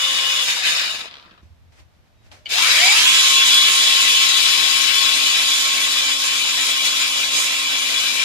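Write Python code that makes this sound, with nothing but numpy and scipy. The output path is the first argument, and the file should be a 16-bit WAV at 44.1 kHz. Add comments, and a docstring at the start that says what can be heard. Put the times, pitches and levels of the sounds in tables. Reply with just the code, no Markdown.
"""In a tiled room, close by, a cordless grinder motor drives a small chainsaw bar with no load.
It runs and coasts to a stop, is turned over in the hand, then the switch clicks and it spins up again.
Tones locked to one shaft speed make the hum of the cooling fan and the whine of the gears.
Snaps of the links and sliding noise, coloured by the steel bar, make the rattle of the loose chain.
Clinks, knocks, grip squeaks and the switch are short rings or tones; handling is shaped noise."""
import sys
import numpy as np
from scipy import signal
from scipy.fft import rfft, irfft
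from scipy.io import wavfile
from scipy.ndimage import uniform_filter1d

SR = 44100
rng = np.random.default_rng(int(sys.argv[2]) if len(sys.argv) > 2 else 0)


def store_wav(level_fs):
    """Save 16-bit WAV to argv[1]."""
    pcm = np.round(np.clip(np.atleast_2d(level_fs), -1, 1) * 32767)
    wavfile.write(sys.argv[1], SR, pcm.T.astype(np.int16))


N = 363384
TIME, HZ = np.arange(N) / SR, np.fft.rfftfreq(N, 1 / SR)

# the power is cut, the shaft comes to rest, the power returns [s]
OFF_S, STOP_S, ON_S = .42, 1.42, 2.485
RAMP_TURNS_PER_S2 = 425  # steady ramp of the soft start
# gear teeth on the motor shaft; sprocket turns and links passing for each turn of the shaft
PINION_TEETH, SPROCKET_RATIO, LINK_RATIO = 11, .3297, 1.46
CREEP_SPEED = 22  # shaft turns a second; around and below this the chain fades towards silence
LEFT_LAG_S = 10 / 44100  # the left microphone hears the tool later

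# colour of the chain on its bar: (frequency [Hz], relative level [dB])
BAR_COLOUR = [(59, -58), (100, -22.5), (211, -21), (265, -18), (320, -19.5), (538, -15), (690, -15),
              (1000, -12), (1460, -6), (3480, 3.5), (4470, -0.5), (7210, -15), (9640, -16), (11600, -21.5),
              (14300, -23.5)]
# housing resonances that a gliding tone sweeps through: (frequency [Hz], width [Hz], lift [dB])
HOUSING_MODES = [(732, 360, 17.5), (1142, 180, 10.5), (1600, 250, -5), (2300, 280, 10), (3305, 150, 10),
                 (3855, 360, 11), (4870, 200, 11.5)]


def amp(db):
    """Decibels to amplitude."""
    return 10 ** (np.asarray(db) / 20)


def evened(x):
    """Scaled to an RMS of one."""
    return x / np.sqrt(np.mean(x ** 2) + 1e-20)


def read(points, hz):
    """A spectrum table on a log-frequency axis."""
    f, value = np.transpose(points)
    return np.interp(np.log(hz + 1), np.log(f + 1), value)


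def curves(rows):
    """Every column of a table at every sample."""
    s, *columns = np.transpose(rows)
    return [np.interp(TIME, s, c) for c in columns]


def since(s):
    """Seconds gone by after a moment, zero before it."""
    return np.maximum(TIME - s, 0)


def shaped(x, gain):
    """A sound filtered by a gain for each frequency."""
    return irfft(rfft(x) * gain, N)


def causal(gain):
    """The minimum phase that makes a colour ring only after a blow."""
    cepstrum = irfft(np.log(np.maximum(gain, 1e-5)), N)
    return np.exp(rfft(cepstrum * np.r_[1, np.full(N // 2 - 1, 2), np.zeros(N - N // 2)]))


def lift_db(modes, hz):
    """Resonant humps on a spectrum."""
    return sum(db / (1 + (2 * (hz - centre) / width) ** 2) for centre, width, db in modes)


def wander(rate_hz):
    """Slow chance of unit size: low-passed noise, computed at every 32nd sample."""
    knots = rng.standard_normal(N // 32)
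    keep = np.exp(-2 * np.pi * rate_hz * 32 / SR)
    smooth = signal.lfilter([1], np.poly([keep, keep]), knots)
    return evened(np.interp(TIME, TIME[::32][:len(knots)], smooth))


def panned(side_db):
    """Left and right gains of constant power."""
    pair = amp(np.array([side_db, -side_db]).reshape(2, -1) / 2)
    return pair / np.sqrt(np.mean(pair ** 2, 0))


def add(mix, s, sound):
    """Lays a sound into the mix at a time in seconds."""
    part = mix[round(s * SR):][:len(sound)]
    part += sound[:len(part)]


def lingering(power, decay_s):
    """Power that dies away exponentially."""
    keep = np.exp(-1 / (decay_s * SR))
    return signal.lfilter([1 - keep], [1, -keep], power)


def direct_pair(x):
    """The straight path reaches the left microphone a little later."""
    return np.array([np.roll(x, round(LEFT_LAG_S * SR)), x])


def scattered(power, near_s=0.0031, far_s=0.028, far_share=0.79):
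    """Noise with a direct part, and reflections by so many paths that each microphone hears its own."""
    # share of the power that arrives by reflection: (frequency [Hz], share [0-1])
    reflected = [(100, 0.99), (500, 0.51), (2500, 1), (4500, 0.98), (9000, 1), (13000, 0.89)]
    direct = direct_pair(np.sqrt(power) * rng.standard_normal(N))
    far_share = np.clip(far_share, 0, 1)
    echo_power = (1 - far_share) * lingering(power, near_s) + far_share * lingering(power, far_s)
    echoes = np.sqrt(echo_power) * rng.standard_normal((2, N))
    share = np.clip(read(reflected, HZ), 0, 1)
    return shaped(direct, np.sqrt(1 - share)) + shaped(echoes, np.sqrt(share))


def shaft_speed(kick=30, kick_s=.04, coast_s=.85):
    """Turns a second: full speed, a coast against drag and friction, then a soft start that levels off."""
    # free-running speed of the motor shaft: (time [s], speed [turns a second])
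    top_speed = [(.39, 267.7), (3.3, 268.8), (4.1, 270), (5.3, 271.3), (6.43, 270.8), (6.51, 268.2),
                 (7.8, 268.6), (8.24, 269.3)]
    top = curves(top_speed)[0]
    rest = np.exp(-(STOP_S - OFF_S) / coast_s)
    coast = top * np.maximum(np.exp(-since(OFF_S) / coast_s) - rest, 0) / (1 - rest)
    # a first kick in turns a second, then the steady ramp
    ramp = kick * (1 - np.exp(-since(ON_S) / kick_s)) + RAMP_TURNS_PER_S2 * since(ON_S)
    return coast + ramp / (1 + (ramp / top) ** 15) ** (1 / 15)


def load(speed, settle_s=3.12, unload_s=0.032):
    """Three states of the drive, each 0-1: freshly started, speeding up, coasting as the gears unload."""
    fresh = (TIME > ON_S) * np.exp(-(since(ON_S) / settle_s) ** 2)
    pushing = np.clip(np.gradient(speed) * SR / RAMP_TURNS_PER_S2, 0, 1)
    coasting = (TIME < ON_S) * (1 - np.exp(-since(OFF_S) / unload_s))
    return np.array([fresh, pushing, coasting])


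def limpness(speed, whip_speed=59.7, spread=3.2):
    """0 while the chain whips round the bar, 1 once it hangs slack; both settings in shaft turns a second."""
    return .5 + .5 * np.tanh((whip_speed - speed) / (2 * spread))


def chain_levels(speed, clatter_share=0.8, fade_speed=112, grab_s=0.083):
    """Gains of clatter, rattle and hiss: loud after a start, flaring now and then, dying away in the coast."""
    # low clatter, rattle, high hiss: (base level in the first run [dB], in the second [dB],
    # extra when fresh [dB], while speeding up [dB], while coasting [dB],
    # loss below fade_speed [dB per turn a second], loss when the whipping stops [dB])
    bands = [(-41.5, -41.5, 2.5, 4, 0.5, 0.1, 6), (-23, -25.5, 8, 2, 0.5, 0.26, 10),
             (-30.5, -29, 6.5, -1, 0, 0.34, 16)]
    # the slack chain flares up or briefly runs smooth:
    # (time of the middle [s], length [s], rattle change [dB], hiss change [dB])
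    flares = [(0.47, 0.029, -3, -0.5), (0.498, 0.048, 3, 2), (0.623, 0.056, -3, -5.5),
              (0.681, 0.087, 5, 1.5), (0.77, 0.089, 1.5, -0.5), (0.86, 0.091, -0.5, -5.5),
              (5.028, 0.026, 1, -0.5), (5.393, 0.051, 2, 0), (5.557, 0.092, 0, 2), (5.91, .06, -1.5, 0),
              (6.008, 0.077, 1, -0.5), (6.175, 0.077, -4.5, -2.5), (6.66, 0.12, 1.5, 3), (6.77, .1, -2, -1),
              (6.863, 0.043, 2.5, 3.5), (7.02, 0.042, 2.5, 2), (7.12, 0.086, -2, 0), (7.298, 0.071, -4, -5),
              (7.392, 0.23, 3, 6), (7.6, 0.67, -0.5, -2.5)]
    fresh, pushing, coasting = load(speed)
    rattle_db, hiss_db = 0, 0
    for s, length, rattle_peak_db, hiss_peak_db in flares:
        bump = np.exp(-np.minimum((2 * (TIME - s) / length) ** 2, 20))
        rattle_db = rattle_db + rattle_peak_db * bump
        hiss_db = hiss_db + hiss_peak_db * bump
    slow, limp = np.maximum(fade_speed - speed, 0), limpness(speed)
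    grab = 1 - np.exp(-since(ON_S) / grab_s)  # the chain takes up its slack
    gains = []
    for row, flare_db in zip(bands, [clatter_share * rattle_db, rattle_db, hiss_db]):
        first_db, second_db, fresh_db, push_db, coast_db, fade_db, limp_db = row
        first = amp(first_db + coast_db * coasting - fade_db * slow - limp_db * limp)
        first = first * np.tanh(speed / CREEP_SPEED) ** 0.19
        second = grab * amp(second_db + fresh_db * fresh + push_db * pushing)
        gains.append(np.where(TIME < ON_S, first, second) * amp(flare_db))
    return gains


def ripple(depth_db=3.3, spacing_hz=30, top_hz=6000):
    """The many weak modes of bar and cover leave fine peaks and dips, other ones at each microphone."""
    grid = np.arange(0, SR / 2, max(spacing_hz, 15))
    heights = rng.standard_normal((1500, 2))[:len(grid)].T
    depth = depth_db * np.interp(HZ, [300, 1200, top_hz, 2 * top_hz], [0.86, 1, 1.0, 0.93])
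    return np.array([np.interp(HZ, grid, h) for h in heights]) * depth


def shifting(x, depth_db=2.0, patch_hz=260, patch_s=0.042):
    """The chain strikes the bar at ever different places, so the bands that ring most keep changing."""
    z = signal.stft(x, nperseg=1024, noverlap=512)[2]
    across = np.fft.fftfreq(z.shape[1], SR / 1024)[:, None]
    along = np.fft.fftfreq(z.shape[2], 512 / SR)
    blur = np.exp(-(across * patch_hz) ** 2 - (along * patch_s) ** 2)
    patches = evened(np.fft.ifft2(np.fft.fft2(rng.standard_normal(z.shape[1:])) * blur ** 2).real)
    return signal.istft(z * amp(depth_db * patches), nperseg=1024, noverlap=512)[1][:, :N]


def chain_rattle(turns, speed, scatter_db=2.5, ring_s=0.00048, slide=1.0, strain=1.8, wobble=0.095,
                 flap_db=0.5, snap_db=-5, snap_spread_db=4.0):
    """Links snap on sprocket and bar over sliding hiss and a first scrape; tension swings with the sprocket."""
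    at = np.flatnonzero(np.diff(np.floor(2 * LINK_RATIO * turns)))
    size, late, side = rng.standard_normal((N, 3))[:len(at)].T
    at = np.clip(at + (late * .0005 * SR).astype(int), 0, N - 1)
    size = np.minimum(size, 2.6)
    blows, snaps = np.zeros((2, N))
    blows[at] = amp(scatter_db * size) ** 2
    snaps[at] = np.sign(side) * amp(snap_spread_db * np.minimum(size, 2))
    blow_power = lingering(blows, ring_s) / (speed + 45)
    blow_power = blow_power / blow_power.mean()
    slide_power = slide ** 2 * speed / speed.max()
    scrape_power = strain ** 2 * load(speed)[1] * np.exp(-speed / CREEP_SPEED)
    tension = (1 + wobble * np.cos(2 * np.pi * SPROCKET_RATIO * turns)) * amp(flap_db * wander(3.6))
    noise = scattered((blow_power + slide_power + scrape_power) * tension ** 2)
    sharp = evened(snaps * np.tanh(speed / CREEP_SPEED) / np.sqrt(speed + 120))
    return noise + amp(snap_db) * tension * direct_pair(sharp)


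def chain(turns, speed, gains, low_db=0, mid_db=-1.5, high_db=0, flicker_db=0.8, slack_ring=0.42):
    """The steel bar colours the rattle; a slack chain damps its modes; three bands follow their own levels."""
    # left-right balance of the bar: (frequency [Hz], left over right [dB])
    bar_side = [(150, -2.5), (400, 2), (1200, 1.5), (2500, 5), (3200, 4.5), (4200, 6.5), (5600, 3.5),
                (7100, -8), (9000, 0.5), (13000, 2)]
    # steel modes heard from the motor side, in the first run: (frequency [Hz], width [Hz], lift [dB])
    motor_modes = [(1136, 71, 5.5), (1670, 130, 3.5), (1800, 160, 2.5), (2400, 770, 3), (2900, 110, 6.5),
                   (3250, 340, -5), (3552, 50, 10), (3725, 59, 8.5), (4400, 300, 1), (5080, 200, 5.5),
                   (7040, 670, 10)]
    # steel modes heard from the cover side, in the second run: (frequency [Hz], width [Hz], lift [dB])
    cover_modes = [(1074, 174, 6), (2300, 280, 5.5), (2697, 16, 15), (2940, 180, -1.5), (3130, 250, -1.5),
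                   (3530, 62, 0), (3740, 110, -2), (3826, 110, 2), (4020, 100, 4.5), (4154, 45, 5.3),
                   (4820, 240, 1), (4816, 26, 7.5), (5340, 540, 2.5), (7147, 700, 9)]
    rattle = chain_rattle(turns, speed)
    steel = causal(amp(read(BAR_COLOUR, HZ) + ripple()) * panned(read(bar_side, HZ)))
    motor_side, cover_side = lift_db(motor_modes, HZ), lift_db(cover_modes, HZ)
    taut = shaped(rattle, steel * causal(amp(motor_side)))
    slack = shaped(rattle, steel * causal(amp(slack_ring * motor_side)))
    second = shaped(rattle, steel * causal(amp(cover_side)))
    sound = shifting(np.where(TIME < 2, taut + (slack - taut) * limpness(speed), second))
    low, high = 1 / (1 + (HZ / 1300) ** 6), 1 - 1 / (1 + (HZ / 5500) ** 12)
    out = 0
    for band, db, gain in zip([low, 1 - low - high, high], [low_db, mid_db, high_db], gains):
        part = shaped(sound, band)
        # even out the slow level, then apply the level of the band
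        held = np.sqrt(abs(uniform_filter1d(part.mean(0) ** 2, SR // 12)) + 1e-12)
        out = out + part / held * gain * amp(db + flicker_db * wander(17.6))
    return out


def bar_ring(speed, rattle, waver_db=2, fresh_db=-11, meet_width=70, swell_s=7.14, swell_db_per_s=5):
    """The rattle rings the bar's strong modes, most of all as the gears glide through them."""
    # (frequency [Hz], width [Hz], left over right [dB], base level against the rattle in the first run [dB],
    # in the second [dB], shaft speed that excites it most [turns a second], lift at that speed [dB])
    strong_modes = [(2377, 125, 6.5, -29.5, -9, 193, 10.5), (3900, 110, -9, -33.5, -21, 110, 19.5),
                    (4870, 100, -2, -39, -20, 200, 24)]
    out, fresh = 0, load(speed)[0]
    for hz, width_hz, side_db, first_db, second_db, meet_speed, meet_db in strong_modes:
        resonance = 1 / (1 + (2 * (HZ - hz) / width_hz) ** 2)
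        ring = evened(shaped(scattered(np.ones(N)), resonance))
        level_db = np.where(TIME < ON_S, first_db, second_db) + fresh_db * fresh
        level_db = level_db + lift_db([(meet_speed, meet_width, meet_db)], speed)
        # late in the second run the lowest mode grows louder
        level_db = level_db + (hz == strong_modes[0][0]) * swell_db_per_s * since(swell_s)
        out = out + ring * panned(side_db) * rattle * amp(level_db + waver_db * wander(45))
    return out


def tones(rows, orders, turns, speed, drift, drift_hz, flutter_db, growth, lowest_hz, motor_side_db=0,
          thinning=0):
    """Wavering lines locked to the shaft swell in the housing's resonances and radiate little when slow."""
    out, second, full = np.zeros((2, N)), TIME > 2, speed.max()
    # under load the whole housing sings, and reaches both microphones together
    lag_s = LEFT_LAG_S * (1 - load(speed)[1])
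    strongest_db = max(row[1] for row in rows)
    for order, (first_db, second_db, side_db) in zip(orders, rows):
        phase = 2 * np.pi * (order * turns + rng.random()) + drift * wander(drift_hz)
        lag = 2 * np.pi * order * speed * lag_s
        hz = order * speed[::64] + 1
        sweep_db = lift_db(HOUSING_MODES, hz) - lift_db(HOUSING_MODES, order * full)
        sweep_db -= 20 * np.log10(1 + (lowest_hz / hz) ** 8)
        # weak lines need speed to build up
        sweep_db -= thinning * (strongest_db - second_db) * (1 - speed[::64] / full)
        level_db = np.where(second, second_db, first_db) + np.interp(TIME, TIME[::64], sweep_db)
        level = amp(level_db + flutter_db * wander(drift_hz))
        sides = np.where(second, panned(side_db), panned(side_db + motor_side_db))
        out += np.sqrt(2) * level * sides * np.sin([phase - lag, phase])
    return out * (speed / full + 1e-9) ** growth


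def motor(turns, speed, shaft_level_db=0, fan_level_db=-3.0, gear_level_db=-5.5, link_level_db=-2):
    """Shaft, fan and link hum; gear mesh with sidebands of the sprocket turn, shaft harmonics, higher lines."""
    # one line for each order, before the level of its group:
    # (base level in the first run [dB], in the second [dB], left over right [dB])
    shaft_lines = [(-56.5, -50, 3), (-47, -51.5, -7.5), (-52, -58, -1)]
    fan_lines = [(-33.5, -38.5, 4), (-63.5, -61, -12)]
    link_lines = [(-66, -63.5, 8.1), (-55, -60.5, 9.2), (-52, -55.5, 8.7), (-52, -59, 2)]
    # one line for each gear or shaft tone, same columns;
    # the first run adds motor_side_db to the left-right column
    gear_lines = [(-40, -48, -13), (-49, -51, 9), (-40, -37.5, 28.5), (-37, -36.5, 20), (-41.5, -48, 1),
                  (-18.5, -27.5, 6.5), (-27.5, -28.5, -6.5), (-42, -39, 0), (-34.5, -34.5, 0),
                  (-36, -39, -1), (-25.5, -26, 3), (-24, -32, -16), (-43.5, -36.5, -2), (-29, -45, 8),
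                  (-28, -52, -1), (-44, -31.5, 22), (-55, -45.5, 10.5), (-37.5, -41.5, 6),
                  (-47, -38.5, 5.5), (-48, -39.5, 9), (-48.5, -40.5, 4.5), (-55.5, -41, -4)]
    # orders of those lines: (multiple of the shaft speed)
    shaft_orders = [1, 2, 3]
    fan_orders = [4, 5]
    link_orders = [1.46, 2.92, 3.7, 4.38]
    # distance of each gear or shaft tone from the first mesh tone: (multiple of the sprocket speed)
    mesh_offsets = [-9.1, -6, -4, -3, -1, 0, 1, 2, 3, 4.1, 5, 6.05, 7, 8, 9.1, 10, 10.5, 11, 12, 13.7, 20.7,
                    36]
    # answer of fan with links, and of gears, to the load:
    # (extra when fresh [dB], while speeding up [dB], while coasting [dB])
    fan_load = (11, 1.5, -8)
    gear_load = (9, 0.9, -12.5)
    fan_db, gear_db = np.array([fan_load, gear_load]) @ load(speed)
    gear_orders = PINION_TEETH + np.array(mesh_offsets) * SPROCKET_RATIO
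    shaft = tones(shaft_lines, shaft_orders, turns, speed, drift=0.183, drift_hz=29, flutter_db=1.0,
                  growth=5.4, lowest_hz=201.6)
    fan = tones(fan_lines, fan_orders, turns, speed, drift=0.17, drift_hz=10.0, flutter_db=2.0,
                growth=2.7, lowest_hz=202)
    links = tones(link_lines, link_orders, turns, speed, drift=0.24, drift_hz=8.6, flutter_db=3.5,
                  growth=3.6, lowest_hz=300)
    gears = tones(gear_lines, gear_orders, turns, speed, drift=0.32, drift_hz=13.4, flutter_db=3.5,
                  growth=2.1, lowest_hz=865, motor_side_db=16, thinning=1.59)
    fan_and_links = amp(fan_level_db) * fan + amp(link_level_db) * links
    return amp(shaft_level_db) * shaft + amp(fan_db) * fan_and_links + amp(gear_db + gear_level_db) * gears


def gear_rasp(turns, speed, rattle, growth=1.05):
    """The jerking chain shakes the gears: rough bands around the whine that glide with the shaft."""
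    # one band for each order: (width [Hz], left over right [dB],
    # base level against the rattle in the first run [dB], in the second [dB], extra while speeding up [dB])
    rough_bands = [(420, 5, -11.5, -22, -3), (130, 16, -14.5, -18.5, 12), (50, 11.5, -24, -10, 3.5),
                   (70, 4, -21.5, -25, 18)]
    # centre of each band: (multiple of the shaft speed)
    orders = [11, 12.6, 14.32, 17.4]
    out, pushing = 0, load(speed)[1]
    for order, (width_hz, side_db, first_db, second_db, push_db) in zip(orders, rough_bands):
        # slow noise on a sine and a cosine makes a band of noise around a gliding centre
        keep = np.exp(-np.pi * width_hz / SR)
        a, b = signal.lfilter([1], np.poly([keep, keep]), rng.standard_normal((2, 2, N)))
        phase = 2 * np.pi * order * turns
        band = evened(a * np.cos(phase) + b * np.sin(phase))
        level_db = np.where(TIME < ON_S, first_db, second_db) + push_db * pushing
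        out = out + band * panned(side_db) * amp(level_db)
    return out * rattle * (speed / speed.max() + 1e-9) ** growth


def touches(rows):
    """Envelope of several touches, each swelling to its peak and dying away."""
    power = 0
    for s, rise, decay, db in rows:
        distance = np.maximum((s - TIME) / rise, (TIME - s) / decay)
        power = power + (amp(db) * np.exp(-np.minimum(distance, 20))) ** 2
    return np.sqrt(power)


def hands(speed, steady_db=-65, shaking_db=-58, holding_db=-70):
    """Low rumble and a dry rustle while the grip changes; the freshly started tool shakes in the hands."""
    # colours of the two noises: (frequency [Hz], relative level [dB])
    rumble_colour = [(20, -32.5), (50, -11), (72, 2.5), (115, -4), (165, -23.5), (260, -25), (600, -54),
                     (2000, -86)]
    rustle_colour = [(150, -45.5), (250, -13.5), (571, -12.5), (621, -6.5), (946, -13.5), (2350, -11),
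                     (3020, -14.5), (5930, -18), (14000, -36)]
    # hands bump the tool as it is turned over: (time of the peak [s], rise [s], decay [s], level [dB])
    bumps = [(1.435, 0.0088, .045, -44), (1.52, .02, .03, -47), (1.66, 0.11, 0.19, -51),
             (1.81, .02, 0.054, -46), (2.0, .02, .03, -54), (2.25, 0.13, 0.38, -51)]
    # hands rub on its grip: (time of the peak [s], rise [s], decay [s], level [dB])
    rubs = [(1.43, 0.0046, 0.071, -61), (1.722, .001, .06, -57), (1.8, 0.037, 0.024, -51),
            (1.95, .04, 0.045, -68), (2.06, 0.015, 0.071, -67), (2.265, 0.036, .04, -56),
            (2.32, .005, 0.053, -43.5), (2.457, 0.0033, 0.11, -45.5)]
    rumble = evened(shaped(scattered(np.ones(N)), amp(read(rumble_colour, HZ))))
    rustle = evened(shaped(scattered(np.ones(N)), amp(read(rustle_colour, HZ))))
    held = amp(steady_db) + amp(shaking_db) * load(speed)[0]
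    return rumble * np.hypot(touches(bumps), held) + rustle * np.hypot(touches(rubs), amp(holding_db))


def air(level_db=-64, common=0.39):
    """The quiet of the room: steady noise, partly shared by both sides, levelled by its part above 300 Hz."""
    # (frequency [Hz], relative level [dB])
    room_colour = [(15, -41.5), (25, -4.5), (83, -7.5), (179, -10.5), (348, -19.5), (695, -19), (1150, -24),
                   (3910, -30), (9920, -44.5), (12900, -39.5), (14400, -47)]
    noise = rng.standard_normal((2, N)) + common * rng.standard_normal(N)
    noise = shaped(noise, amp(read(room_colour, HZ)))
    return amp(level_db) * noise / shaped(noise, HZ > 300).std()


def clinks(ring_s=0.0012, level_db=-3, tick_db=12):
    """Single clinks of chain and tool, running, coasting or handled: a sharp tick, then a short ring."""
    # (time [s], strength before the common levels [dB])
    clink_times = [(0.501, -9), (0.78, -19), (.787, -15), (1.083, -31), (1.112, -28), (1.128, -34),
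                   (1.141, -27), (1.155, -30), (1.169, -31), (1.184, -34), (1.198, -34), (1.227, -38),
                   (1.259, -41), (1.311, -39), (2.316, -36), (6.865, -21)]
    t, power, ticks = np.arange(SR // 20) / SR, np.zeros(N), np.zeros(N)
    for s, db in clink_times:
        add(power, s, (amp(db + level_db) * np.exp(-t / ring_s)) ** 2)
        add(ticks, s, amp([db + tick_db]))
    sound = direct_pair(ticks) + scattered(power, near_s=0.0018, far_s=0.028, far_share=0.43)
    return shaped(sound, causal(evened(amp(read(BAR_COLOUR, HZ)) / (1 + (HZ / 6000) ** 4))))


def knocks(rise_s=0.0016):
    """The tool's body knocks dully as the chain drags to a stop: a few low damped modes."""
    # (time [s], strength before the mode levels [dB])
    strokes = [(1.26, -48.5), (1.275, -56), (1.314, -49), (1.33, -53.5), (1.428, -50)]
    # (frequency [Hz], relative level [dB], time to fall 60 dB [s])
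    body_modes = [(198, 2, 0.071), (330, 0, 0.06), (1080, -7, .04)]
    t, out = np.arange(SR // 6) / SR, np.zeros(N)
    for s, db in strokes:
        ring = 0
        for hz, mode_db, t60 in body_modes:
            ring = ring + amp(mode_db - 60 * t / t60) * np.sin(2 * np.pi * (hz * t + rng.random()))
        add(out, s, amp(db) * ring * (1 - np.exp(-t / rise_s)))
    return out


def squeaks(waver=.003):
    """The grip squeaks faintly under the fingers: short tones of wavering pitch."""
    # (time of the middle [s], length [s], frequency [Hz], peak level [dB])
    grip_tones = [(2.215, .11, 3822, -71), (2.41, 0.13, 607, -61)]
    bend = np.cumsum(1 + waver * wander(40)) / SR
    out = 0
    for s, length, hz, db in grip_tones:
        swell = np.exp(-np.minimum((2 * (TIME - s) / length) ** 4, 20))
        out = out + amp(db) * swell * np.sin(2 * np.pi * hz * bend)
    return out


def switch(side_db=6, rise_s=0.0017, ring_s=0.0077, echo_db=-6, rasp_db=-7):
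    """The plastic housing rings briefly at each snap, and the walls answer."""
    # the switch snaps and bounces: (time [s], peak level before panning [dB])
    snaps = [(2.458, -20), (2.4655, -18.5)]
    # (frequency [Hz], relative level [dB], time to fall 60 dB before the common decay ring_s [s])
    plastic_modes = [(2280, -12, 0.1), (3000, 0.5, 0.033), (4544, -11, 0.035), (5340, -28, 0.017)]
    t, out = np.arange(SR // 10) / SR, np.zeros(N)
    ring = sum(amp(db - 60 * t / t60) * np.sin(2 * np.pi * hz * t) for hz, db, t60 in plastic_modes)
    ring = ring * (1 - np.exp(-t / rise_s)) * np.exp(-t / ring_s)
    for s, db in snaps:
        add(out, s, amp(db) * ring / abs(ring).max())
    colour = sum(amp(db) / (1 + ((HZ - hz) / 220) ** 2) for hz, db, _ in plastic_modes)
    colour = colour + amp(rasp_db) / (1 + ((HZ - 3300) / 1200) ** 4)
    echoes = shaped(scattered(out ** 2, near_s=.001, far_s=0.018, far_share=0.71), evened(colour))
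    return (out + amp(echo_db) * echoes) * panned(side_db)


def gear_strain(turns, speed, drift=1.0, drift_hz=45, flutter_db=4.0, lowest_hz=2000, flare=1.65):
    """While the motor pushes, wavering overtones of the teeth glide up and flare in the housing's resonances."""
    # one overtone for each order: (base level before resonance and load [dB], left over right [dB])
    overtones = [(-40, 4), (-41, 6), (-42, 1)]
    # (multiple of the shaft speed)
    orders = [17.4, 20.6, 25.2]
    out, pushing = 0, load(speed)[1]
    for order, (db, side_db) in zip(orders, overtones):
        hz = order * speed + 1
        level_db = db + flare * lift_db(HOUSING_MODES, hz) + flutter_db * wander(drift_hz)
        level = amp(level_db) / (1 + (lowest_hz / hz) ** 6)
        wave = np.sin(2 * np.pi * order * turns + drift * wander(drift_hz))
        out = out + np.sqrt(2) * level * panned(side_db) * wave
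    return out * pushing ** 2 * np.sqrt(speed / speed.max())


def scene(sway=0.83, centre_db=1.0):
    """One shaft speed drives fan, gears and chain; the tool sways a little between the microphones."""
    # the tool drifts: (time [s], left over right before centring and scaling [dB])
    drift_path = [(0.0, -1), (1.0, 1), (2.5, 3), (3.1, -3.5), (3.35, 1.5), (3.75, -1), (4.4, 4), (4.9, 6.5),
                  (5.6, -0.8), (5.85, 1.5), (7.2, 1.5), (7.4, -2), (8.24, 4.5)]
    speed = shaft_speed()
    turns = np.cumsum(speed) / SR
    clatter, rattle, hiss = chain_levels(speed)
    saw = chain(turns, speed, [clatter, rattle, hiss]) + bar_ring(speed, rattle)
    saw = saw + motor(turns, speed)
    saw = saw + gear_rasp(turns, speed, rattle) + gear_strain(turns, speed)
    saw = saw * panned(sway * (curves(drift_path)[0] - centre_db))
    return saw + hands(speed) + air() + clinks() + knocks() + squeaks() + switch()


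def record(dry, ceiling=.92, edge_hz=14400):
    """The highest peaks are rounded off smoothly; then a steep low-pass ends the treble."""
    rounded = dry / (1 + (dry / ceiling) ** 8) ** (1 / 8)
    low_pass = signal.firwin(511, edge_hz, window=("kaiser", 9), fs=SR)
    return signal.oaconvolve(rounded, low_pass[None], "same")


dry = scene()
out = record(dry)
store_wav(out)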